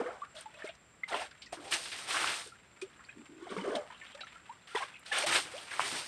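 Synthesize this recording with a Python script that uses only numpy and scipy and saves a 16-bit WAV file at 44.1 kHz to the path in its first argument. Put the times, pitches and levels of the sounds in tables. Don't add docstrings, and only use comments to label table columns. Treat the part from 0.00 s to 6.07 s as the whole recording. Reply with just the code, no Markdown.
import sys
import numpy as np
from scipy import signal
from scipy.fft import rfft, irfft, next_fast_len
from scipy.io import wavfile
from scipy.ndimage import uniform_filter1d

SR = 44100
rng = np.random.default_rng(int(sys.argv[2]) if len(sys.argv) > 2 else 0)


def master_out(mix):
    frames = np.transpose(np.atleast_2d(mix))
    ceiling = np.clip(frames, -1, 1)
    pcm = np.round(ceiling * 32767).astype(np.int16)
    wavfile.write(sys.argv[1], SR, pcm)


N = 267687
TIME = np.arange(N) / SR

# [f/Hz, level/dB]
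SPLASH_TONE = [(47, -26), (80, -15), (161, -10.5), (219, -20), (298, -5.5), (451, -7), (1320, 4.5),
               (2280, 4.5), (6820, -8), (8680, -15), (12300, -25), (13700, -29), (15000, -52)]
# [f/Hz, level/dB]
POOL_TONE = [(88, -66), (150, -16), (486, -3.5), (589, -1.5), (661, -1.5), (1030, -2.5), (1490, 5.5),
             (3030, -3.5), (6550, -14), (8920, -22), (9820, -25.5), (13900, -36), (15000, -70)]


def from_db(db):
    return 10 ** (np.asarray(db) / 20)


def rms_one(x):
    return x / np.sqrt(np.mean(x ** 2) + 1e-20)


def add(out, s, sound):
    i = int(np.clip(round(s * SR), 0, N - 1))
    out[i:i + len(sound)] += sound[:N - i]


def colour(x, spectrum):
    hz, db = np.transpose(spectrum)
    size = next_fast_len(N + 4096)
    bins = np.maximum(np.fft.rfftfreq(size, 1 / SR), 1)
    gain = from_db(np.interp(np.log(bins), np.log(hz), db))
    return irfft(rfft(x, size) * gain, size)[:N]


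def band(x, low_hz, high_hz, order=2):
    edges = [low_hz, min(high_hz, .45 * SR)]
    sos = signal.butter(order, edges, "band", fs=SR, output="sos")
    return signal.sosfilt(sos, x + 1e-18)


def even(x, span_s):
    size = max(int(span_s * SR), 2)
    power = np.abs(uniform_filter1d(uniform_filter1d(x ** 2, size), size))
    return x / np.sqrt(power + 1e-4 * np.mean(x ** 2))


def smooth_noise(cutoff_hz, noise):
    return signal.sosfilt(signal.butter(2, cutoff_hz, fs=SR, output="sos"), noise)


def waver(rate, depth_db):
    slow = smooth_noise(rate, rng.standard_normal(N + SR))[SR:]
    return from_db(depth_db * rms_one(slow))


def surge(s, rise_s, hold_s, fade_s):
    fade_curve = 1.46
    out = np.zeros(N)
    during = (TIME >= s) & (TIME < s + rise_s + hold_s + 10 * fade_s)
    t = TIME[during] - s
    swell = np.sin(np.pi / 2 * np.clip(t / max(rise_s, 1e-3), 0, 1)) ** 2
    fading = np.maximum((t - rise_s - hold_s) / max(fade_s, 1e-3), 0)
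    out[during] = swell * np.exp(-fading ** fade_curve)
    return out


def pour(rows, low_fade, high_fade):
    power = np.zeros((3, N))
    for s, db, rise_s, hold_s, fade_s, low_db, high_db in rows:
        parts = [(low_db, low_fade), (0, 1), (high_db, high_fade)]
        for part, (part_db, stretch) in enumerate(parts):
            gain = from_db(db + part_db) * surge(s, rise_s, hold_s, fade_s * stretch)
            power[part] += gain ** 2
    return np.sqrt(power)


def bubble(hz, ring_s, rise, swell_s):
    t = np.arange(int(2.5 * ring_s * SR) + 2) / SR
    phase = 2 * np.pi * np.cumsum(hz * 2 ** (rise * t / ring_s)) / SR
    loudness = (1 - np.exp(-(t / swell_s) ** 2)) * np.exp(-(t / ring_s) ** 2)
    return np.sin(phase) * loudness


def bubble_cloud(per_s, low_hz, high_hz, cycles, rise=0.046):
    out = np.zeros(N)
    for when, size, strength, life in rng.random((int(per_s * N / SR), 4)):
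        hz = low_hz * (high_hz / low_hz) ** size
        height = hz / high_hz * from_db(13 * strength)
        ring_s = cycles * (.5 + life) / hz
        add(out, when * N / SR, height * bubble(hz, ring_s, rise, swell_s=1 / hz))
    return rms_one(out)


def droplets(per_s, spread_db):
    sizes = from_db(spread_db * np.minimum(rng.exponential(1, N), 4)) * rng.choice([-1, 1], N)
    return rms_one(sizes * (rng.random(N) < per_s / SR))


def forest():
    # [f/Hz, level/dB]
    air_tone = [(25, -28), (55, 1), (110, 1), (200, 0.5), (400, -5), (900, -6.5), (1400, -6), (2300, -7.5),
                (4000, -16.5), (6500, -23.5), (8700, -31.5), (10500, -37.5), (14000, -34)]
    air_db, insect_db = -63, -73.5
    insect_hz, width_hz = 7420, 380
    air = from_db(air_db) * rms_one(colour(rng.standard_normal(N), air_tone))
    insects = band(rng.standard_normal(N), insect_hz - width_hz / 2, insect_hz + width_hz / 2)
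    return air + from_db(insect_db) * waver(rate=11.0, depth_db=2.5) * rms_one(insects)


def banks(x, t60=0.099, first_s=0.0096):
    t = TIME[:SR // 2]
    scatter = rng.standard_normal(len(t)) * from_db(-60 * t / t60) * (t > first_s)
    echo = band(scatter, 310, 3100, order=1)
    return from_db(-22) * signal.fftconvolve(x, echo / np.sqrt(np.sum(echo ** 2)))[:N]


def drips():
    # [t/s, level/dB, length/s]
    spells = [(0.0, -62, 0.46), (0.453, -57.5, 0.075), (1.234, -60.5, 0.034), (2.474, -61, 0.15),
              (2.75, -60, 0.04), (2.958, -62, 0.55), (3.86, -53.5, 0.39), (4.443, -59.5, 0.26),
              (4.845, -53.5, 0.1)]
    rise_s, fade_s = 0.011, 0.21
    bubbles = bubble_cloud(per_s=420, low_hz=893, high_hz=4070, cycles=15.0, rise=0.026)
    grain = bubbles + from_db(6.5) * droplets(per_s=640, spread_db=5.0)
    tinkle = even(band(grain, 950, 3040, order=2), span_s=0.043)
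    spatter = even(colour(droplets(per_s=1200, spread_db=2.0), POOL_TONE), span_s=0.025)
    flow = sum(from_db(db) * surge(s, rise_s, length_s, fade_s) for s, db, length_s in spells)
    mix = from_db(-8.0) * tinkle + from_db(-8.5) * spatter
    return flow * waver(rate=31.0, depth_db=3.7) * mix


def plops(swell_share=0.22):
    # [t/s, f/Hz, peak level/dB, pitch rise/octaves per ring, ring/s]
    single_bubbles = [(0.0, 443, -25.5, 0.084, 0.012), (0.008, 238, -39.5, 0.13, 0.02),
                      (0.049, 481, -35, 0.065, 0.03), (0.085, 670, -34.5, 0.072, 0.013),
                      (0.106, 1398, -38, -0.054, 0.0063), (0.217, 1103, -33, 0.081, 0.015),
                      (0.233, 1300, -40, -0.091, 0.0051), (0.456, 875, -39, -0.014, 0.017),
                      (0.545, 2510, -49, 0.03, 0.0097), (0.62, 1740, -37.5, 0.064, 0.0081),
                      (0.642, 390, -34.5, 0.14, 0.0076), (0.644, 626, -39, -0.0071, 0.02),
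                      (0.672, 2120, -40, 0.044, 0.01), (1.034, 2043, -26, 0.042, 0.0081),
                      (1.116, 1410, -35, -0.031, 0.0095), (1.12, 556, -36.5, -0.17, 0.011),
                      (1.128, 337, -37.5, 0.28, 0.0096), (1.13, 2100, -31, -0.19, 0.0069),
                      (1.148, 1000, -28, 0.0097, 0.0094), (1.217, 906, -36.5, -0.027, 0.012),
                      (1.314, 1600, -48, -0.028, 0.0063), (1.463, 2020, -49, -0.11, 0.013),
                      (1.528, 695, -33, 0.091, 0.0078), (1.57, 345, -45.5, -0.058, 0.019),
                      (1.595, 320, -45, -0.074, 0.014), (2.519, 1332, -46.5, 0.053, 0.014),
                      (2.82, 371, -34, 0.049, 0.027), (2.817, 2390, -37, 0.053, 0.0081),
                      (3.086, 1610, -46, -0.0057, 0.0094), (3.091, 2425, -42, 0.063, 0.0081),
                      (3.185, 257, -46.5, -0.14, .025), (3.42, 349, -41, -0.0019, 0.022),
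                      (3.467, 800, -41.5, -0.27, 0.014), (3.513, 1150, -39.5, -0.021, 0.015),
                      (3.518, 400, -35, 0.035, 0.013), (3.565, 1149, -37, -.05, .007),
                      (3.564, 413, -31.5, -0.039, 0.0084), (3.57, 187, -37, 0.019, 0.04),
                      (3.578, 453, -34.5, 0.014, 0.01), (3.581, 946, -40.5, -0.046, 0.022),
                      (3.618, 268, -39, 0.028, 0.016), (3.611, 3090, -42, -0.077, 0.011),
                      (3.67, 385, -33, -0.013, 0.025), (3.675, 580, -34.5, 0, 0.0079),
                      (3.712, 422, -35.5, 0.23, 0.035), (3.728, 600, -32, -0.063, 0.0067),
                      (3.749, 630, -27.5, 0.13, 0.008), (3.758, 234, -39.5, 0.074, 0.02),
                      (3.76, 659, -30, -0.11, 0.02), (3.778, 603, -31, 0.0055, 0.018),
                      (3.901, 1020, -46, -0.12, 0.011), (3.924, 960, -45.5, 0.099, 0.008),
                      (4.013, 1786, -46.5, -0.0035, 0.021), (4.145, 544, -45, 0.087, 0.022),
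                      (4.192, 1760, -44.5, 0.016, .009), (4.21, 1530, -44, 0.0051, .007),
                      (4.213, 3970, -41, -0.034, 0.011), (4.233, 1340, -40, 0.016, 0.0093),
                      (4.268, 1690, -45, 0.081, 0.0078), (4.356, 1360, -46, -.02, 0.014),
                      (4.491, 840, -39, 0.27, 0.024), (4.711, 1357, -46, 0.036, 0.016),
                      (4.749, 396, -28, 0.22, 0.011), (4.748, 1000, -29.5, -0.1, 0.0032),
                      (4.754, 1930, -27.5, -0.0037, 0.0054), (4.762, 980, -25.5, -0.0058, 0.0066),
                      (4.771, 920, -27.5, -0.12, 0.0065), (4.771, 3330, -37.5, 0.074, 0.007),
                      (4.802, 773, -37.5, 0.036, 0.013), (4.807, 1042, -38, .03, 0.0096),
                      (4.819, 1025, -32, 0.079, 0.013), (4.824, 2150, -37, 0.029, 0.0063),
                      (4.827, 1630, -35.5, -0.057, 0.01), (4.834, 1110, -34, .03, 0.0062),
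                      (4.941, 2600, -42.5, -0.0038, 0.0057), (5.111, 793, -38, 0.053, 0.018),
                      (5.115, 1790, -27.5, -0.093, 0.016), (5.172, 1390, -32, 0.05, 0.0064),
                      (5.208, 3063, -38, 0.021, 0.0043), (5.225, 2520, -31, -0.19, 0.006),
                      (5.233, 518, -30, .38, 0.023), (5.263, 787, -32, 0.074, 0.01),
                      (5.533, 467, -40, 0.48, 0.036)]
    shed_db, shed_s, shed_octaves = -56, 0.045, 0.704
    out = np.zeros(N)
    chances = rng.random((len(single_bubbles), 4, 2))
    for (s, hz, db, rise, ring_s), shed in zip(single_bubbles, chances):
        ring = bubble(hz, ring_s, rise, swell_share * ring_s)
        add(out, s, from_db(db) * ring / np.abs(ring).max())
        for late, size in shed:
            small_hz = hz * 2 ** (shed_octaves * size)
            small = bubble(small_hz, ring_s / 2, rise / 2, swell_share * ring_s / 2)
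            add(out, s + late * shed_s, from_db(shed_db) * small)
    return out * waver(rate=122, depth_db=0.2)


def short_impacts(attack_s=0.00197, click_db=-5):
    # [t/s, burst peak level/dB, centre f/Hz, width/octaves, fade/s]
    impacts = [(0.062, -35, 1470, 0.8, 0.02), (0.152, -52, 1200, 0.41, 0.02),
               (0.232, -44, 1280, 0.48, 0.033), (0.365, -41.5, 3680, 0.36, 0.021),
               (0.409, -46.5, 8050, 0.76, 0.0045), (0.609, -50, 2470, 0.68, 0.018),
               (0.645, -51, 4200, 1.1, 0.014), (0.674, -55, 6900, 0.75, 0.004),
               (0.69, -38, 2620, 0.94, 0.014), (0.751, -52.5, 4940, 1.03, 0.0063),
               (1.03, -46.5, 1150, 0.63, 0.0089), (1.038, -43, 2180, 1.4, 0.006),
               (1.078, -46, 1160, 1.2, 0.013), (1.089, -40, 3670, 0.27, 0.0046),
               (1.142, -22, 840, 1.3, 0.005), (1.311, -43.5, 2220, 1.9, 0.0054),
               (1.419, -39.5, 3280, 1.1, 0.02), (1.46, -44, 4900, 0.7, 0.012),
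               (1.527, -37, 770, 1.9, 0.0052), (1.57, -42, 1300, 0.91, 0.026),
               (1.646, -45, 2200, 1.2, 0.02), (1.676, -39, 2400, 2.1, 0.029),
               (1.723, -22, 2080, 1.1, 0.013), (1.737, -20.5, 2860, 2.4, 0.011),
               (1.856, -32.5, 2330, 2, 0.019), (1.917, -32.5, 2420, 1.5, 0.046),
               (2.106, -26.5, 2000, 1.7, 0.014), (2.143, -24.5, 1140, 1.44, 0.02),
               (2.168, -22.5, 1700, 1.2, 0.015), (2.243, -22.5, 1120, 0.74, 0.0023),
               (2.272, -24, 2000, 1.7, 0.02), (2.46, -49, 413, 0.59, 0.018),
               (2.474, -46, 7000, 0.86, 0.0013), (2.815, -36.5, 2340, 2.88, 0.013),
               (2.993, -45, 1370, 0.77, 0.023), (3.049, -52, 4460, 0.22, 0.0088),
               (3.092, -46, 2040, 0.76, 0.024), (3.492, -44, 3350, 0.44, 0.012),
               (3.515, -37, 294, 1.2, 0.017), (3.566, -39, 800, 4.6, 0.0048),
               (3.582, -37, 1990, 0.8, 0.0065), (3.754, -27.5, 3690, 0.49, 0.0036),
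               (3.903, -40.5, 1340, 1.3, 0.016), (3.922, -44.5, 1700, 2.2, 0.015),
               (3.944, -48, 2900, 0.24, 0.025), (4.013, -39.5, 2260, 0.62, 0.012),
               (4.063, -46.5, 2830, 0.78, 0.018), (4.095, -45.5, 2000, .8, 0.013),
               (4.125, -46.5, 3080, 0.41, 0.013), (4.147, -44, 2480, 2.1, 0.0081),
               (4.207, -35.5, 3100, 1, 0.012), (4.208, -43, 690, 0.58, 0.017),
               (4.225, -53, 3970, 0.17, 0.045), (4.268, -44.5, 2480, 1.1, 0.045),
               (4.324, -50, 2580, 0.71, 0.009), (4.673, -43.5, 2700, 1.4, .007),
               (4.954, -42.5, 2480, 0.36, 0.02), (4.993, -57, 10000, 1.2, 0.004),
               (5.062, -37.5, 3260, 1.1, 0.012), (5.185, -31, 5500, 1.6, 0.0046),
               (5.292, -23.5, 2700, 0.72, .005), (5.325, -19, 1830, 1.6, 0.012),
               (5.358, -17.5, 2110, 1.8, 0.0087), (5.58, -37, 3000, 0.41, 0.01),
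               (5.71, -32, 1920, 0.83, .012), (5.734, -33, 1700, 0.98, 0.0096),
               (5.802, -27.5, 2230, 0.89, 0.031), (5.915, -30, 2500, 2.8, 0.004),
               (5.923, -40.5, 235, 0.94, 0.022)]
    out, t = np.zeros(N), TIME[:SR // 5]
    for s, db, hz, octaves, fade_s in impacts:
        edge = 2 ** (octaves / 2)
        click = band(signal.unit_impulse(len(t)), hz / edge, hz * edge)
        noise = band(rng.standard_normal(len(t)), hz / edge, hz * edge, order=3)
        swell_and_fade = (1 - np.exp(-(t / attack_s) ** 2)) * np.exp(-t / fade_s)
        burst = even(noise, span_s=0.017) * swell_and_fade
        add(out, s, from_db(db + click_db) * click / np.abs(click).max())
        add(out, s - attack_s / 2, from_db(db) * burst / np.abs(burst).max())
    return out


def knock():
    # [f/Hz, level/dB, time to fall 60 dB/s]
    wall_tones = [(715, -6, .012), (1035, 3, 0.014), (1190, 12, 0.0045), (1900, -20, .008)]
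    # [t/s, peak level/dB]
    blows = [(5.795, -13), (5.804, -21)]
    out, t = np.zeros(N), TIME[:SR // 10]
    tones = sum(from_db(db - 60 * t / t60) * np.sin(2 * np.pi * hz * t) for hz, db, t60 in wall_tones)
    ring = band(tones, 700, 2200)
    for s, db in blows:
        add(out, s, from_db(db) * ring / np.abs(ring).max())
    return out


def hollow(width_hz=85):
    # [t/s, level/dB, rise/s, hold/s, fade/s, start f/Hz, glide/(Hz per s)]
    hums = [(0.338, -52.5, 0.018, 0.036, 0.015, 616, -6), (0.504, -58.5, 0.075, 0.06, 0.018, 616, -4),
            (0.678, -46, 0.018, 0.0044, 0.0058, 645, 0), (1.084, -45, 0.02, 0.013, 0.01, 1000, -7500),
            (1.172, -43.5, 0.018, 0.026, 0.022, 585, 2903), (1.598, -52.5, 0.057, 0.033, 0.015, 657, 1300),
            (3.152, -51.5, 0.026, 0.011, 0.032, 308, -500), (3.287, -55, 0.011, 0.21, 0.036, 321.6, 196)]
    stir = smooth_noise(width_hz / 2, rng.standard_normal((2, N)))
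    out = np.zeros(N)
    for s, db, rise_s, hold_s, fade_s, hz, glide in hums:
        pitch = hz + glide * np.clip(TIME - s, 0, rise_s + hold_s + fade_s)
        phase = 2 * np.pi * np.cumsum(pitch) / SR
        hum = even(stir[0] * np.sin(phase) + stir[1] * np.cos(phase), span_s=0.024)
        out += from_db(db) * surge(s, rise_s, hold_s, fade_s) * hum
    return out


def spills():
    # [t/s, small-bubble level/dB, rise/s,
    # hold/s, fade/s, large bubbles relative to small/dB, spray relative to small/dB]
    rim_spills = [(0.345, -55, 0.011, 0.051, 0.029, -18, -0.5), (0.57, -52, 0.041, 0.083, 0.013, -21, -15),
                  (0.64, -60, 0.0063, 0.0091, 0.027, 0, 2.5), (1.074, -46.5, 0.015, 0.0089, 0.029, -18, -3),
                  (1.098, -37.5, 0.035, 0.014, 0.032, 4, -11.5),
                  (1.15, -43, 0.019, 0.06, 0.036, -1.5, -6.5), (4.668, -55.5, 0.0096, 0.18, .02, -29, -2.5),
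                  (4.746, -39, 0.0097, 0.024, 0.025, -12, -6.5),
                  (4.795, -44.5, 0.027, 0.012, 0.022, -0.5, -7.5),
                  (5.052, -53, 0.0086, .003, 0.18, -5, 0.5), (5.111, -34, 0.021, 0.03, 0.036, -9, -7),
                  (5.14, -36.5, 0.041, 0.061, 0.013, -1, -1.5)]
    cloud = bubble_cloud(per_s=1300, low_hz=400, high_hz=3600, cycles=7)
    splash = colour(from_db(-6) * cloud + droplets(per_s=12000, spread_db=1.5), POOL_TONE)
    low, middle, high = pour(rim_spills, low_fade=0.89, high_fade=1.1)
    large = low * even(band(splash, 207, 1080, order=3), span_s=0.0054)
    small = middle * even(band(splash, 820, 3440, order=4), span_s=0.0031)
    spray = high * even(band(splash, 3730, 14000, order=4), span_s=0.011)
    clumps = waver(rate=32, depth_db=1.0)
    return clumps * (from_db(-2.5) * large + from_db(-0.07) * small + from_db(-2.0) * spray)


def gulp_hz(s):
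    full_at = [0.128, 3.81]
    empty_hz, full_hz, fill_s = 348, 630, 0.11
    full_s = min(full_at, key=lambda moment: abs(moment - s))
    return empty_hz + (full_hz - empty_hz) * np.exp(min(s - full_s, 0) / fill_s)


def cavity(x, width_hz=140):
    # [f/Hz, level of the added band/dB]
    resonances = [(1140, -8), (1480, 0), (2160, -8.5), (3050, 2)]
    lifts = (from_db(db) * band(x, hz - width_hz / 2, hz + width_hz / 2, order=1)
             for hz, db in resonances)
    return x + sum(lifts)


def scoops(per_s=330, octaves=0.422, cycles=3.2):
    # [t/s, froth level/dB, rise/s, hold/s,
    # fade/s, gulps relative to froth/dB, spray relative to froth/dB]
    surges = [(0.0, -40.5, 0.00081, 0.0051, 0.027, 5, -18), (0.036, -47, 0.0035, 0.028, 0.096, 1, -17),
              (3.36, -53, 0.088, 0.04, 0.033, -11, -12.5), (3.494, -46, 0.015, 0.014, 0.051, -1, -10.5),
              (3.562, -45, 0.0068, 0.031, 0.04, -4, -12.5), (3.625, -43, 0.024, 0.078, 0.083, 3.5, -15),
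              (3.75, -48.5, 0.0027, 0.0042, 0.016, -3, 3.5)]
    # [f/Hz, level/dB]
    froth_tone = [(350, -30), (600, 14), (875, 3.5), (1360, -10), (2710, -19), (3100, -20.5), (6420, -27.5),
                  (8750, -37), (15000, -60)]
    bubbles = bubble_cloud(per_s=900, low_hz=814, high_hz=3550, cycles=10)
    grain = from_db(-5) * bubbles + droplets(per_s=7000, spread_db=2.0)
    froth = cavity(colour(grain, froth_tone))
    gulps = np.zeros(N)
    for when, size in rng.random((int(per_s * N / SR), 2)):
        s = when * N / SR
        bell = .5 * np.log((size + .02) / (1.02 - size))
        hz = gulp_hz(s) * 2 ** (octaves * bell)
        add(gulps, s, bubble(hz, cycles / hz, rise=0.22, swell_s=1 / hz))
    low, middle, high = pour(surges, low_fade=1.0, high_fade=1.12)
    gulping = low * even(gulps, span_s=0.0092)
    frothing = middle * even(band(froth, 1080, 2400, order=4), span_s=0.012)
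    spray = high * even(band(froth, 3060, 16500, order=4), span_s=0.0048)
    return from_db(1.5) * gulping + from_db(-2.0) * frothing + from_db(3.5) * spray


def crackle(per_s=70, ring_s=0.00083):
    hits = (rng.random(N) < per_s / SR) * rng.uniform(.3, 1, N)
    fading = signal.fftconvolve(hits, np.exp(-TIME[:SR // 50] / ring_s))[:N]
    snaps = fading * rng.standard_normal(N)
    return rms_one(band(colour(snaps, SPLASH_TONE), 2500, 15000))


def splashes():
    # [t/s, splatter level/dB, rise/s, hold/s, fade/s, thud relative to splatter/dB,
    # spray relative to splatter/dB]
    splash_surges = [(1.521, -45, 0.0069, 0.003, 0.026, -0.5, -4.5),
                     (1.53, -55.5, 0.14, 0.089, 0.097, 3, -2.5),
                     (1.704, -36.5, 0.016, 0.018, 0.039, -10, -1.5),
                     (1.76, -48.5, .03, 0.048, 0.11, -7.5, 1), (1.912, -48.5, 0.01, 0.074, 0.14, -8, -2),
                     (2.055, -34.5, 0.054, 0.18, 0.064, -12, -6.5),
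                     (2.335, -45, 0.033, 0.028, 0.056, -11.5, -2.5),
                     (5.258, -33, 0.012, .11, 0.035, -10, -3), (5.343, -28, 0.0071, 0.0094, 0.019, -13, -8),
                     (5.40, -47.5, 0.017, 0.05, 0.072, -5.5, -7.5), (5.51, -50, 0.01, 0.11, 0.07, -7.5, -5),
                     (5.65, -47, 0.037, 0.062, 0.055, -22, -14),
                     (5.70, -41.5, 0.018, 0.048, 0.038, -11.5, -10),
                     (5.745, -39.5, 0.085, 0.15, 0.075, -9, -3.5)]
    bubbles = bubble_cloud(per_s=1300, low_hz=352.7, high_hz=4900, cycles=8.1)
    grain = droplets(per_s=6000, spread_db=4.0) + from_db(-10.0) * bubbles
    splash = colour(grain, SPLASH_TONE)
    low, middle, high = pour(splash_surges, low_fade=0.8, high_fade=1.32)
    thud = low * even(band(splash, 49, 560, order=3), span_s=0.009)
    splatter = middle * even(band(splash, 706, 3740, order=4), span_s=0.0075)
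    fine_drops = colour(droplets(per_s=7600, spread_db=-1.5), SPLASH_TONE)
    mist = high * even(band(fine_drops, 3460, 19845, order=4), span_s=0.01)
    spray = from_db(0.5) * mist + from_db(-8.5) * high * crackle()
    heavy = from_db(-2.0) * thud + from_db(-1.55) * splatter
    return waver(rate=16, depth_db=1.64) * heavy + waver(rate=15, depth_db=1.3) * spray


def scene():
    near = splashes() + spills() + scoops() + hollow() + drips() + plops() + short_impacts() + knock()
    return np.tile(near + banks(near) + forest(), (2, 1))


def record(dry):
    # [f/Hz, level/dB]
    microphone = [(5500, -0.5), (6900, -2.5), (8000, 6), (8900, 13.5), (9900, -1), (11650, 2.5),
                  (12300, -13), (13700, 2), (14200, -3), (14700, -31)]
    cutoff_hz = 15400
    heard = np.array([colour(channel, microphone) for channel in dry])
    return signal.sosfilt(signal.cheby2(14, 60, cutoff_hz, fs=SR, output="sos"), heard)


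dry = scene()
out = record(dry)
master_out(out)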